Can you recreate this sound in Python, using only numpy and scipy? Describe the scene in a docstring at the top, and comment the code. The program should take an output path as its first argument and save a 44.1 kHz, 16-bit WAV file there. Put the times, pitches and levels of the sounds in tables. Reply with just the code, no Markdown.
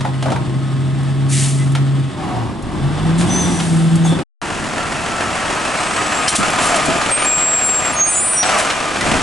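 """A street, with two diesel refuse trucks passing through it one after the other.
A rear loader drones at raised speed: shaft harmonics are weighted by exhaust resonances over filtered noise.
Its packer bangs and air hisses; the engine sags, then revs through the resonances and pulls away.
After a short silence a side loader rolls past close by, its clatter following distance and its gears whining.
It brakes to a stop with puffs of noise and bent-tone squeals, and its arm starts to move."""
import sys
import numpy as np
from scipy import signal
from scipy.fft import rfft, irfft, next_fast_len
from scipy.io import wavfile
from scipy.ndimage import uniform_filter1d

SR = 44100
rng = np.random.default_rng(int(sys.argv[2]) if len(sys.argv) > 2 else 0)


def unload_audio(sound):
    """Save the sound as a 16-bit wav file, at the path given as the first command line argument."""
    columns = np.transpose(np.atleast_2d(sound))
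    # keep every value between -1 and 1, then stretch to whole-number steps
    steps = np.round(np.clip(columns, -1, 1) * 32767)
    wavfile.write(sys.argv[1], SR, steps.astype(np.int16))


N = 406602
LENGTH = next_fast_len(N, True)  # transform length in samples
T, HZ = np.arange(N) / SR, np.fft.rfftfreq(LENGTH, 1 / SR)
FIRST_ENDS_S, SECOND_STARTS_S = 4.236, 4.416

REAR_RUMBLE_DB, REAR_CLATTER_DB = -26, -38  # at the starting speed, before strain

# rear loader's engine speed: (t/s, firing rate f/Hz)
REAR_SPEED = [(0, 133.2), (.5, 133.3), (1.1, 136.1), (1.8, 137), (2.06, 135.5), (2.3, 121.3), (2.58, 108.7),
              (3.0, 156.2), (3.32, 179.9), (3.74, 163.6), (4.12, 165), (4.22, 157.7)]
# harmonics of the firing rate, from the first up: (level/dB)
DRONE_HARMONICS = [0, -16, -31]
# gears and pump: (multiple of the firing rate, level/dB at the starting speed)
GEAR_TONES = [(4.71, -45), (8.06, -47), (9.47, -47)]
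# spectrum of the rumble: (f/Hz, level/dB)
REAR_RUMBLE_SPECTRUM = [(25, -24), (75, -1.5), (120, 2), (200, 3), (270, -1), (350, -1), (450, -16.5),
                        (2000, -64)]
# spectrum of the clatter: (f/Hz, level/dB)
REAR_CLATTER_SPECTRUM = [(250, -12), (480, -9), (640, -5.5), (850, -5.5), (1150, -8.5), (1700, -10.5),
                         (2700, -14.5), (3500, -13), (4600, -20.5), (6500, -25), (8700, -21),
                         (11000, -35.5)]
# low shudder of the chassis as the truck moves off: (t/s, level/dB)
CHASSIS_SHUDDER = [(2.2, -65.5), (2.65, -30.5), (3.25, -29.5), (3.9, -47)]


def rear_engine():
    """Harmonic synthesis: exhaust drone and gear tones share one shaft, over rumble and firing clatter."""
    hz = curves(REAR_SPEED)[0]
    drone_db, rumble_db, clatter_db = rear_levels(hz)
    turns = np.cumsum(hz * (1 + 0.00478 * drift(hz=20))) / SR  # counted in firings

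    uneven = 1 + 0.158 * drift(hz=30.544)  # no two firings are equally strong
    drone = sum(amp(db) * np.sin(2 * np.pi * ((k + 1) * turns + rng.random()))
                for k, db in enumerate(DRONE_HARMONICS))
    gears = sum(amp(db + 2 * drift(hz=11)) * np.sin(2 * np.pi * k * turns) for k, db in GEAR_TONES)
    gear_gain = amp(0.21 * (clatter_db - REAR_CLATTER_DB))
    tones = np.sqrt(2) * (amp(drone_db) * uneven * drone + gear_gain * gears)

    beat = 1 + 0.15 * firing(turns, length=0.21)
    rumble = amp(rumble_db) * coloured(noise(side_db=-10) * beat, shape(REAR_RUMBLE_SPECTRUM))
    rattle = noise(side_db=-8.5) * beat * amp(0.92 * drift(hz=31.205))
    body = shape(REAR_CLATTER_SPECTRUM) * panels(depth_db=2.0, spacing_hz=35.136)
    clatter = amp(clatter_db) * coloured(rattle, body, band=(1300, 4000))

    # a slow shaft shakes the frame once and twice a turn
    sway = 2 * np.pi * turns * 0.31 + 0.63 * drift(hz=11.0)
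    shudder_gain = amp(curves(CHASSIS_SHUDDER)[0]) * (1 + .5 * drift(hz=15))
    shudder = shudder_gain * (np.sin(sway) + np.sin(2 * sway))
    return tones + rumble + clatter + shudder


COAST_DB_PER_HZ_S = 0.0242  # the drone softens while the revs fall
RUMBLE_DB_PER_OCTAVE, CLATTER_DB_PER_OCTAVE = 2, 16.5  # growth with engine speed
LIFT_DB, LIFT_CLOSE_S, LIFT_T60_S = -10.5, 0.066, .25

# exhaust resonances, where the drone swells: (centre f/Hz, width f/Hz, level/dB)
EXHAUST_RESONANCES = [(116.97, 4.4, -18), (139.43, 4.83, -11.5), (163.83, 5.83, -12.5), (174.5, 9.7, -17)]
# the throttle closes for a moment and the drone drops away: (start t/s, length t/s)
THROTTLE_LIFTS = [(2.071, 0.258), (2.496, 0.277), (4.116, 0.13)]


def rear_levels(hz):
    """Resonance: exhaust peaks weight the drone, as speed, throttle and strain set the levels in dB."""
    pipe = sum(amp(db) ** 2 / (1 + (2 * (hz - centre) / width) ** 2)
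               for centre, width, db in EXHAUST_RESONANCES)
    slowing = uniform_filter1d(np.maximum(-np.gradient(hz) * SR, 0), size=SR // 16)
    lifted = sum(swell(start, length, LIFT_CLOSE_S, LIFT_T60_S) for start, length in THROTTLE_LIFTS)
    drone_db = 10 * np.log10(pipe) - COAST_DB_PER_HZ_S * slowing + LIFT_DB * lifted

    octaves = np.log2(hz / hz[0])
    rumble_db = louder(REAR_RUMBLE_DB + RUMBLE_DB_PER_OCTAVE * octaves, strain_powers()[1])
    clatter_db = REAR_CLATTER_DB + CLATTER_DB_PER_OCTAVE * octaves
    return drone_db, rumble_db, clatter_db


# packer and body under load: (start t/s, length t/s, grinding level/dB, rumble level/dB)
BODY_STRAINS = [(.22, 0.065, -33.5, -19), (2.13, 0.27, -24.5, -28.5), (2.6, 0.51, -29.5, -28.5),
                (3.13, 0.39, -24.5, -20.5), (4.03, 0.113, -26.5, -22)]


def strain_powers():
    """Power summation: overlapping strains add as grinding power and rumble power."""
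    return efforts(BODY_STRAINS, rise=0.107, t60=1.2)


# spectrum of the packer's grinding: (f/Hz, level/dB)
GRIND_SPECTRUM = [(200, -13.5), (355, -2), (480, -16.5), (740, -6), (1000, -7), (1350, -17), (3500, -27.5),
                  (9000, -38.5)]


def packer():
    """Sliding friction: steel slides and judders under load, its noise shaped by panel resonances."""
    rub = noise(side_db=-9) * amp(drift(hz=59.23))
    body = shape(GRIND_SPECTRUM) * panels(depth_db=2.5, spacing_hz=24.88)
    return np.sqrt(strain_powers()[0]) * coloured(rub, body)


TEETH_PER_FIRING = 32

# side loader's gear whine, which follows engine speed: (t/s, f/Hz)
GEAR_WHINE = [(4.4, 1405), (5.8, 1258), (6.4, 1247), (7.1, 1211), (7.6, 1227), (8.3, 1212)]
# its turbocharger runs down: (t/s, f/Hz, level/dB)
TURBO_RUNDOWN = [(5.4, 8780, -68), (5.85, 8300, -34), (6.15, 7680, -36), (7.1, 7250, -41), (7.3, 7080, -75)]
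# spectrum of the side loader's body: (f/Hz, level/dB)
SIDE_SPECTRUM = [(25, -8), (45, -7.5), (80, -5), (140, -2), (210, -1.5), (300, -1), (450, -6), (660, 0),
                 (950, -2.5), (1260, -2), (1850, -6.5), (2700, -7), (3700, -12), (8100, -9.5),
                 (11000, -18.5)]


def side_engine():
    """Amplitude modulation: each firing rattles block and panels; gears and turbocharger sing above."""
    hz = curves(GEAR_WHINE)[0]
    rumble_db, clatter_db, whine_db, octave_db = side_levels()
    turns = np.cumsum(hz / TEETH_PER_FIRING * (1 + 0.014 * drift(hz=2))) / SR  # counted in firings
    rattle = (1 + 0.214 * firing(turns, length=0.416)) * amp(0.7 * drift(hz=198.16))

    # power shares of the bass and the treble
    body = shape(SIDE_SPECTRUM)
    low, high = 1 / (1 + (HZ / 370) ** 6), 1 / (1 + (3500 / (HZ + 1)) ** 6)
    rumble = coloured(noise(side_db=-13) * rattle, body * np.sqrt(low), band=(30, 350))
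    rumble = amp(rumble_db + 3.0) * rumble
    throb = amp(rumble_db - 10.0) * np.sin(4 * np.pi * turns)  # exhaust hum at twice the firing rate

    # as the truck passes, the ringing panels of its front give way to those of its side
    aspect = np.pi / 2 * np.clip((T - SECOND_STARTS_S) / (STOP_S - SECOND_STARTS_S), 0, 1)
    middle = body * np.sqrt((1 - low) * (1 - high))
    faces = [middle * panels(depth_db=1.5, spacing_hz=22) for _ in range(2)]
    front, flank = (coloured(noise(side_db=-11) * rattle, face, band=(400, 3200)) for face in faces)
    surge_db = 0.545 * drift(hz=8.1)  # the load on the engine comes in small surges
    clatter = amp(clatter_db + surge_db) * (np.cos(aspect) * front + np.sin(aspect) * flank)

    # the treble grows faster than the clatter as the truck comes near
    fizz = noise(side_db=-13.5) * rattle * (1 + 0.193 * ticks(per_s=6.3, ring_s=0.0036))
    fizz = amp(1.1416 * clatter_db - 5.5) * coloured(fizz, body * np.sqrt(high))

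    tones = whistle(hz, whine_db, waver=0.005123)
    tones = tones + whistle(2 * hz, octave_db, waver=0.0048)
    tones = tones + whistle(*curves(TURBO_RUNDOWN), waver=0.0038)
    return rumble + throb + clatter + fizz + street(tones, wet_db=-5.5, t60=1.0)


# the truck rolls by at an even speed, then brakes to a stop
AHEAD_M, PASSING_M, ROLL_M_PER_S = 6.737, 3.924, 3.141
BRAKE_S, STOP_S = 7.696, 7.7
SIDE_CLATTER_DB, SIDE_RUMBLE_DB, OCTAVE_DB = -18.5, -33, -42  # at the nearest point, before loads
WHINE_DB = -12  # relative to the unloaded clatter
RUMBLE_FALL_DB_PER_M = 0.37  # the rumble leaves through the grille and fades as that goes by
OCTAVE_GAIN_DB_PER_M = 1.28  # the whine's octave grows as the side of the truck comes into view
LOAD_RISE_S, LOAD_T60_S = 0.065, 1

# hydraulics load the engine: (start t/s, length t/s, added clatter level/dB, added rumble level/dB)
HYDRAULIC_LOADS = [(6.4, 0.42, -23.5, -33), (8.43, 0.169, -17.5, -42), (9.0, 0.165, -18.5, -23)]
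# the octave of the whine sings out once before the stop: (start t/s, length t/s, level/dB)
OCTAVE_SINGING = [(7.04, .29, -28)]


def side_levels():
    """Inverse distance law: clatter and whine follow range; rumble and octave follow position, in dB."""
    speed = ROLL_M_PER_S * np.clip((STOP_S - T) / (STOP_S - BRAKE_S), 0, 1) * (T >= SECOND_STARTS_S)
    past_m = np.cumsum(speed) / SR - AHEAD_M  # negative while approaching
    near_db = SIDE_CLATTER_DB + 20 * np.log10(PASSING_M / np.hypot(past_m, PASSING_M))
    clatter_load, rumble_load = efforts(HYDRAULIC_LOADS, LOAD_RISE_S, LOAD_T60_S)
    singing = efforts(OCTAVE_SINGING, LOAD_RISE_S, LOAD_T60_S)[0]

    rumble_db = louder(SIDE_RUMBLE_DB - RUMBLE_FALL_DB_PER_M * past_m, rumble_load)
    octave_db = louder(OCTAVE_DB + OCTAVE_GAIN_DB_PER_M * past_m, singing)
    return rumble_db, louder(near_db, clatter_load), near_db + WHINE_DB, octave_db


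def whistle(hz, db, waver):
    """Rotor tone: a sine at the passing rate, wavering in pitch and strength."""
    turns = np.cumsum(hz * (1 + waver * drift(hz=39.29))) / SR
    return np.sqrt(2) * amp(db + 2.93 * drift(hz=13.3)) * np.sin(2 * np.pi * turns)


SQUEAL_SWELL_S = .04  # or half the squeal, if that is shorter
BEND_RADIANS = 2.892  # the pitch arches away and most of the way back
STEADY_JITTER, JITTER_PER_BEND = .0006, .18  # rms share of the pitch; growth per relative bend

# brakes and dry pivots: (start t/s, length t/s, pitch f/Hz, bend f/Hz, peak level/dB before flutter)
BRAKE_SQUEALS = [(1.57, .1, 2000, 30, -33), (3.28, .11, 6020, 50, -20.5), (3.34, .11, 6020, 180, -19),
                 (3.405, .085, 6060, -80, -22), (3.45, .21, 5990, -70, -31), (4.03, .055, 6100, 400, -30),
                 (6.11, .11, 7560, -50, -27), (6.21, .075, 8680, -50, -26), (7.095, .09, 8570, -90, -10),
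                 (7.165, .08, 8740, 130, -21), (7.21, .06, 9020, 60, -17.5), (7.62, .09, 9250, -40, -21),
                 (7.235, .395, 7555, 55, -11.5), (7.585, .24, 7590, -25, -11.5),
                 (7.78, .16, 7540, 40, -18.5), (7.915, .06, 9330, -30, -22), (7.945, .18, 6470, 15, -16),
                 (7.99, .075, 6480, 5, -4), (8.025, .09, 8810, -70, -18), (8.055, .085, 8530, 90, -13),
                 (8.06, .12, 9190, -30, -14), (8.14, .295, 9180, 25, -12), (8.08, .16, 7710, 25, -16.5),
                 (8.12, .15, 7510, 30, -18), (8.22, .19, 7740, 20, -20), (8.14, .08, 6925, 20, -12.5),
                 (8.205, .21, 8025, 10, -21), (8.23, .19, 8713, 10, -17), (8.23, .14, 10230, 110, -22),
                 (8.31, .19, 5762, -10, -24), (8.35, .095, 5757, 0, -9), (8.44, .05, 8030, 30, -19)]


def squeals():
    """Stick-slip: rubbing steel catches on successive modes; each swells, bends, flutters and lets go."""
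    out = np.zeros(N)
    jitter, wander = drift(hz=260), 1 + .0008 * drift(hz=12)
    flutter = amp(1.2 * drift(hz=20))
    for start, length, hz, bend_hz, db in BRAKE_SQUEALS:
        at = (T >= start) & (T < start + length)
        shift = rng.integers(N)  # each squeal takes its own stretch of chance
        rough = STEADY_JITTER + JITTER_PER_BEND * abs(bend_hz) / hz
        arch = hz + bend_hz * np.sin(np.linspace(0, BEND_RADIANS, at.sum()))
        pitch = arch * np.roll(wander + rough * jitter, shift)[at]
        grip = signal.windows.tukey(at.sum(), 2 * SQUEAL_SWELL_S / length) * np.roll(flutter, shift)[at]
        out[at] += amp(db) * grip * np.sin(2 * np.pi * np.cumsum(pitch) / SR)
    return street(out, wet_db=-13, t60=.4)


KNOCK_S, CRACK_T60_S = .3, 0.0752
CROWDING = 0.1025  # each mode is a cluster of close ones: its width as a share of its pitch

# blows; the large panels boom low: (t/s, ring level/dB, crack level/dB, main pitch f/Hz)
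STEEL_KNOCKS = [(.007, -25, -27.5, 892.5), (.048, -11.5, -40, 823), (.225, -18, -24, 683),
                (.257, -12, -35, 640.4), (.281, -16.5, -46, 879.5), (.302, -18.5, -30, 696),
                (.318, -12, -28, 750), (.359, -16.5, -34.5, 885), (1.75, -19, -21.5, 750.7),
                (3.209, -20.5, -21.5, 748), (3.6, -21, -21.5, 764.5), (4.05, -16.5, -41.5, 764),
                (4.122, -12, -36.5, 315.8), (4.188, -14.5, -30.5, 328.7), (6.385, -10, -39, 228.5),
                (6.882, -11, -37, 289), (6.953, -11, -39.5, 297.2), (7.013, -14, -19.5, 797),
                (8.428, -14, -14, 791.5), (8.701, -30, -15.5, 750), (9.008, -30, -17, 751)]
# modes of a struck panel: (multiple of the main pitch, level/dB, t60 t/s)
PANEL_MODES = [(0.611, -15, 0.17), (0.881, -7.5, .08), (0.998, -4, 0.095), (1.21, -12, 0.145),
               (1.7, -10, 0.076), (2.3, -15, 0.072)]
# spectrum of the crack: (f/Hz, level/dB)
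CRACK_SPECTRUM = [(80, -8), (500, -2.5), (1500, 6.5), (3300, 4.5), (11000, -8.5)]


def knocks():
    """Modal synthesis: a blow cracks and rings the crowded modes of a steel panel; the street echoes both."""
    ring, crack = np.zeros((2, N))
    for s, ring_db, crack_db, main_hz in STEEL_KNOCKS:
        at = (T >= s) & (T < s + KNOCK_S)
        t = T[at] - s
        for ratio, db, t60 in PANEL_MODES:
            hz = ratio * main_hz
            # a random walk in phase spreads the mode over its width
            walk = np.cumsum(rng.standard_normal(len(t))) * np.sqrt(CROWDING * hz / (2 * np.pi * SR))
            envelope = amp(ring_db + db - 60 * t / t60) * (1 - np.exp(-t / 0.0017))
            ring[at] += envelope * np.sqrt(2) * np.sin(2 * np.pi * (hz * t + walk))
        crack[at] += amp(crack_db - 60 * t / CRACK_T60_S) * (1 - np.exp(-t / 0.00071))
    snap = coloured(rng.standard_normal((1, N)), shape(CRACK_SPECTRUM))[0]
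    return street(ring + crack * snap, wet_db=-4.5, t60=0.3)


# a longer vent opens more slowly and takes longer to empty
AIR_RISE_SHARE, AIR_T60_S, AIR_T60_PER_OPEN = 0.323, 0.0459, 3.86

# air valves: (t/s, level/dB, open time t/s)
AIR_VENTS = [(1.28, -19.5, 0.1685), (3.175, -25.5, 0.0364), (3.19, -28, 0.44), (4.04, -29, 0.053),
             (6.279, -7, .016), (6.352, -7, .018), (6.6, -20, 0.075), (6.757, -18, 0.008),
             (6.85, -22.5, 0.014), (8.576, -20, 0.0299)]
# spectrum of the jet: (f/Hz, level/dB)
AIR_SPECTRUM = [(700, -30), (1800, -6), (2800, -4.5), (5300, -6), (8600, 1), (11000, -7)]


def air():
    """Jet noise: valves open, vent a sputtering jet of air and die away."""
    power = 0
    for s, db, length in AIR_VENTS:
        vent = swell(s, length, AIR_RISE_SHARE * length, AIR_T60_S + AIR_T60_PER_OPEN * length)
        power = power + (amp(db) * vent) ** 2
    sputter = noise(side_db=-14) * amp(1.2 * drift(hz=200))
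    return np.sqrt(power) * coloured(sputter, shape(AIR_SPECTRUM))


GROAN_JITTER = .025  # rms share of the pitch

# hydraulics and joints: (start t/s, length t/s, from f/Hz, to f/Hz, level/dB)
JOINT_GROANS = [(2.15, .29, 770, 730, -28), (3.23, .33, 3450, 3550, -34), (4.05, .12, 3500, 3450, -28.5),
                (6.38, .09, 1240, 1520, -21.5), (6.56, .08, 790, 680, -21), (6.62, .08, 1000, 1380, -21),
                (6.67, .16, 790, 560, -21.5), (6.86, .16, 620, 720, -24.5), (8.49, .1, 1350, 1080, -20),
                (9.005, .028, 1950, 2000, -21)]


def groans():
    """Frequency modulation: loaded hydraulics and joints groan and rasp as rough, gliding tones."""
    out = np.zeros(N)
    jitter, grip = drift(hz=180), amp(2.5 * drift(hz=70))
    for start, length, from_hz, to_hz, db in JOINT_GROANS:
        at = (T >= start) & (T < start + length)
        pitch = np.linspace(from_hz, to_hz, at.sum()) * (1 + GROAN_JITTER * jitter[at])
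        envelope = amp(db) * signal.windows.tukey(at.sum()) * grip[at]
        out[at] += envelope * np.sin(2 * np.pi * np.cumsum(pitch) / SR)
    return street(out, wet_db=-6, t60=.3)


CLICK_T60_S, CLINK_S = .06, 6.279  # decay of a click; moment of the clink

# latches: (t/s, level/dB)
LATCH_CLICKS = [(1.031, -31), (1.719, -26), (2.623, -30), (3.955, -17), (6.503, -11)]
# modes of the clinking valve: (f/Hz, level/dB, t60 t/s)
VALVE_MODES = [(3100, -14, .18), (4210, -16, .16), (5100, -7, .05), (5680, -16, .16)]


def fittings():
    """Impulse response: small latches click brightly, and a valve clinks in its modes as it snaps open."""
    bright = unit(np.diff(rng.standard_normal(N + 1)))  # differencing lifts the treble
    clicks = sum(amp(db) * swell(s, 0, .001, CLICK_T60_S) for s, db in LATCH_CLICKS) * bright
    clink = sum(amp(db) * swell(CLINK_S, 0, .002, t60) * np.sin(2 * np.pi * hz * T)
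                for hz, db, t60 in VALVE_MODES)
    return clicks + clink


# six cylinders in turn: (relative strength of the firing)
CYLINDER_STRENGTHS = [2.1, 1.1, 0.92, 0.32, 0.776, 0.46]


def firing(turns, length):
    """Periodic excitation: a burst at each firing decays within the cycle; the six cylinders differ."""
    strength = np.take(CYLINDER_STRENGTHS, turns.astype(int) % len(CYLINDER_STRENGTHS))
    return unit(strength * np.exp(-(turns % 1) / length))


def ticks(per_s, ring_s):
    """Poisson process: loose parts tick at random; most are small, a few are large."""
    size = rng.exponential(1, N) * (rng.random(N) < per_s / SR)
    return signal.lfilter([1], [1, -np.exp(-1 / (ring_s * SR))], np.minimum(size, 2))


def panels(depth_db, spacing_hz):
    """Modal density: the many narrow resonances of a truck body, as ripples on a spectrum."""
    knots = rng.standard_normal(SR // 10)
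    return amp(depth_db * np.interp(HZ / spacing_hz, np.arange(len(knots)), knots))


def street(x, wet_db, t60):
    """Reverberation: direct sound plus scattered echoes from road and house fronts."""
    t = T[:SR // 2]
    sparse = rng.random((2, len(t))) < .05
    taps = rng.standard_normal((2, len(t))) * sparse * amp(-60 * t / t60) * (t > .004)
    taps /= np.linalg.norm(taps, axis=1, keepdims=True)
    return x + amp(wet_db) * signal.fftconvolve(x[None], taps, axes=1)[:, :N]


def noise(side_db):
    """Interaural coherence: white noise, partly alike in both ears."""
    middle, side = rng.standard_normal((2, N))
    return middle + amp(side_db) * np.array([side, -side])


def drift(hz):
    """Band-limited chance: a slow random curve of rms one, up to a given rate."""
    knots = rng.standard_normal(N // 20)
    return unit(np.interp(T * 2 * hz, np.arange(len(knots)), knots))


def swell(start, length, rise, t60):
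    """Exponential decay: an envelope rises and, from the end of its length, dies away."""
    t = T - start
    return np.clip(t / rise, 0, 1) * amp(-60 * np.clip((t - length) / t60, 0, 2))


def efforts(rows, rise, t60):
    """Power summation: a table of swells gives one power curve for each level column."""
    return sum(np.outer(amp(dbs), swell(start, length, rise, t60)) ** 2 for start, length, *dbs in rows)


def louder(db, power):
    """Incoherent addition: a level in dB with more power on top."""
    return 10 * np.log10(amp(db) ** 2 + power)


def amp(db):
    """Level definition: decibels to amplitude gain."""
    return 10 ** (np.asarray(db) / 20)


def unit(x):
    """Normalisation: scales to an rms of one."""
    return x / np.sqrt(np.mean(x ** 2) + 1e-20)


def curves(rows):
    """Linear interpolation: each column of a table as a curve in time."""
    s, *columns = np.transpose(rows)
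    return [np.interp(T, s, c) for c in columns]


def shape(points):
    """Spectral envelope: gain at every frequency, interpolated in dB over log frequency."""
    f, db = np.transpose(points)
    return amp(np.interp(np.log(HZ + 1), np.log(f), db))


def coloured(x, gain, band=(0, SR / 2)):
    """Parseval's theorem: filters x and gives it an rms of one within a band."""
    z = rfft(x, LENGTH) * gain
    power = abs(z[:, (HZ >= band[0]) & (HZ <= band[1])]) ** 2
    return irfft(z, LENGTH)[:, :N] * N / np.sqrt(power.sum())


def limiter(x, threshold_db, share):
    """Dynamic compression: a fast treble-weighted detector lets squeals and air jets push the engine down."""
    treble = np.diff(x.mean(0), prepend=0)
    power = signal.lfilter([1 / 300], [1, 1 / 300 - 1], treble ** 2)  # averages over about 300 samples
    excess_db = np.maximum(10 * np.log10(power + 1e-12) - threshold_db, 0)
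    return x * amp(-share * excess_db)


def scene():
    """Superposition: the first truck, a moment of silence, the second truck."""
    first = np.clip((FIRST_ENDS_S - T) / 0.0154, 0, 1)
    second = T >= SECOND_STARTS_S
    details = squeals() + groans() + air() + knocks() + fittings()
    return first * (rear_engine() + packer()) + second * side_engine() + (first + second) * details


LEAD_RADIANS, LEAD_FADES_HZ = .9, 900  # left over right at the lowest pitch; halved at this frequency
EDGE_HZ = 11130


def record(dry):
    """Interchannel phase: the left leads in the bass; then limiting, rounded peaks and a steep low-pass."""
    lead = LEAD_RADIANS / (1 + HZ / LEAD_FADES_HZ)
    pair = irfft(rfft(dry, LENGTH) * np.exp(.5j * np.array([lead, -lead])), LENGTH)[:, :N]
    held = limiter(pair, threshold_db=-17, share=.7)
    leaning = held * amp([[.15], [-.15]])  # slightly to the left
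    rounded = leaning / (1 + (leaning / .75) ** 6) ** (1 / 6)
    low_pass = signal.firwin(1201, EDGE_HZ, window=("kaiser", 9), fs=SR)
    return signal.oaconvolve(rounded, low_pass[None], "same")


dry = scene()
out = record(dry)
unload_audio(out)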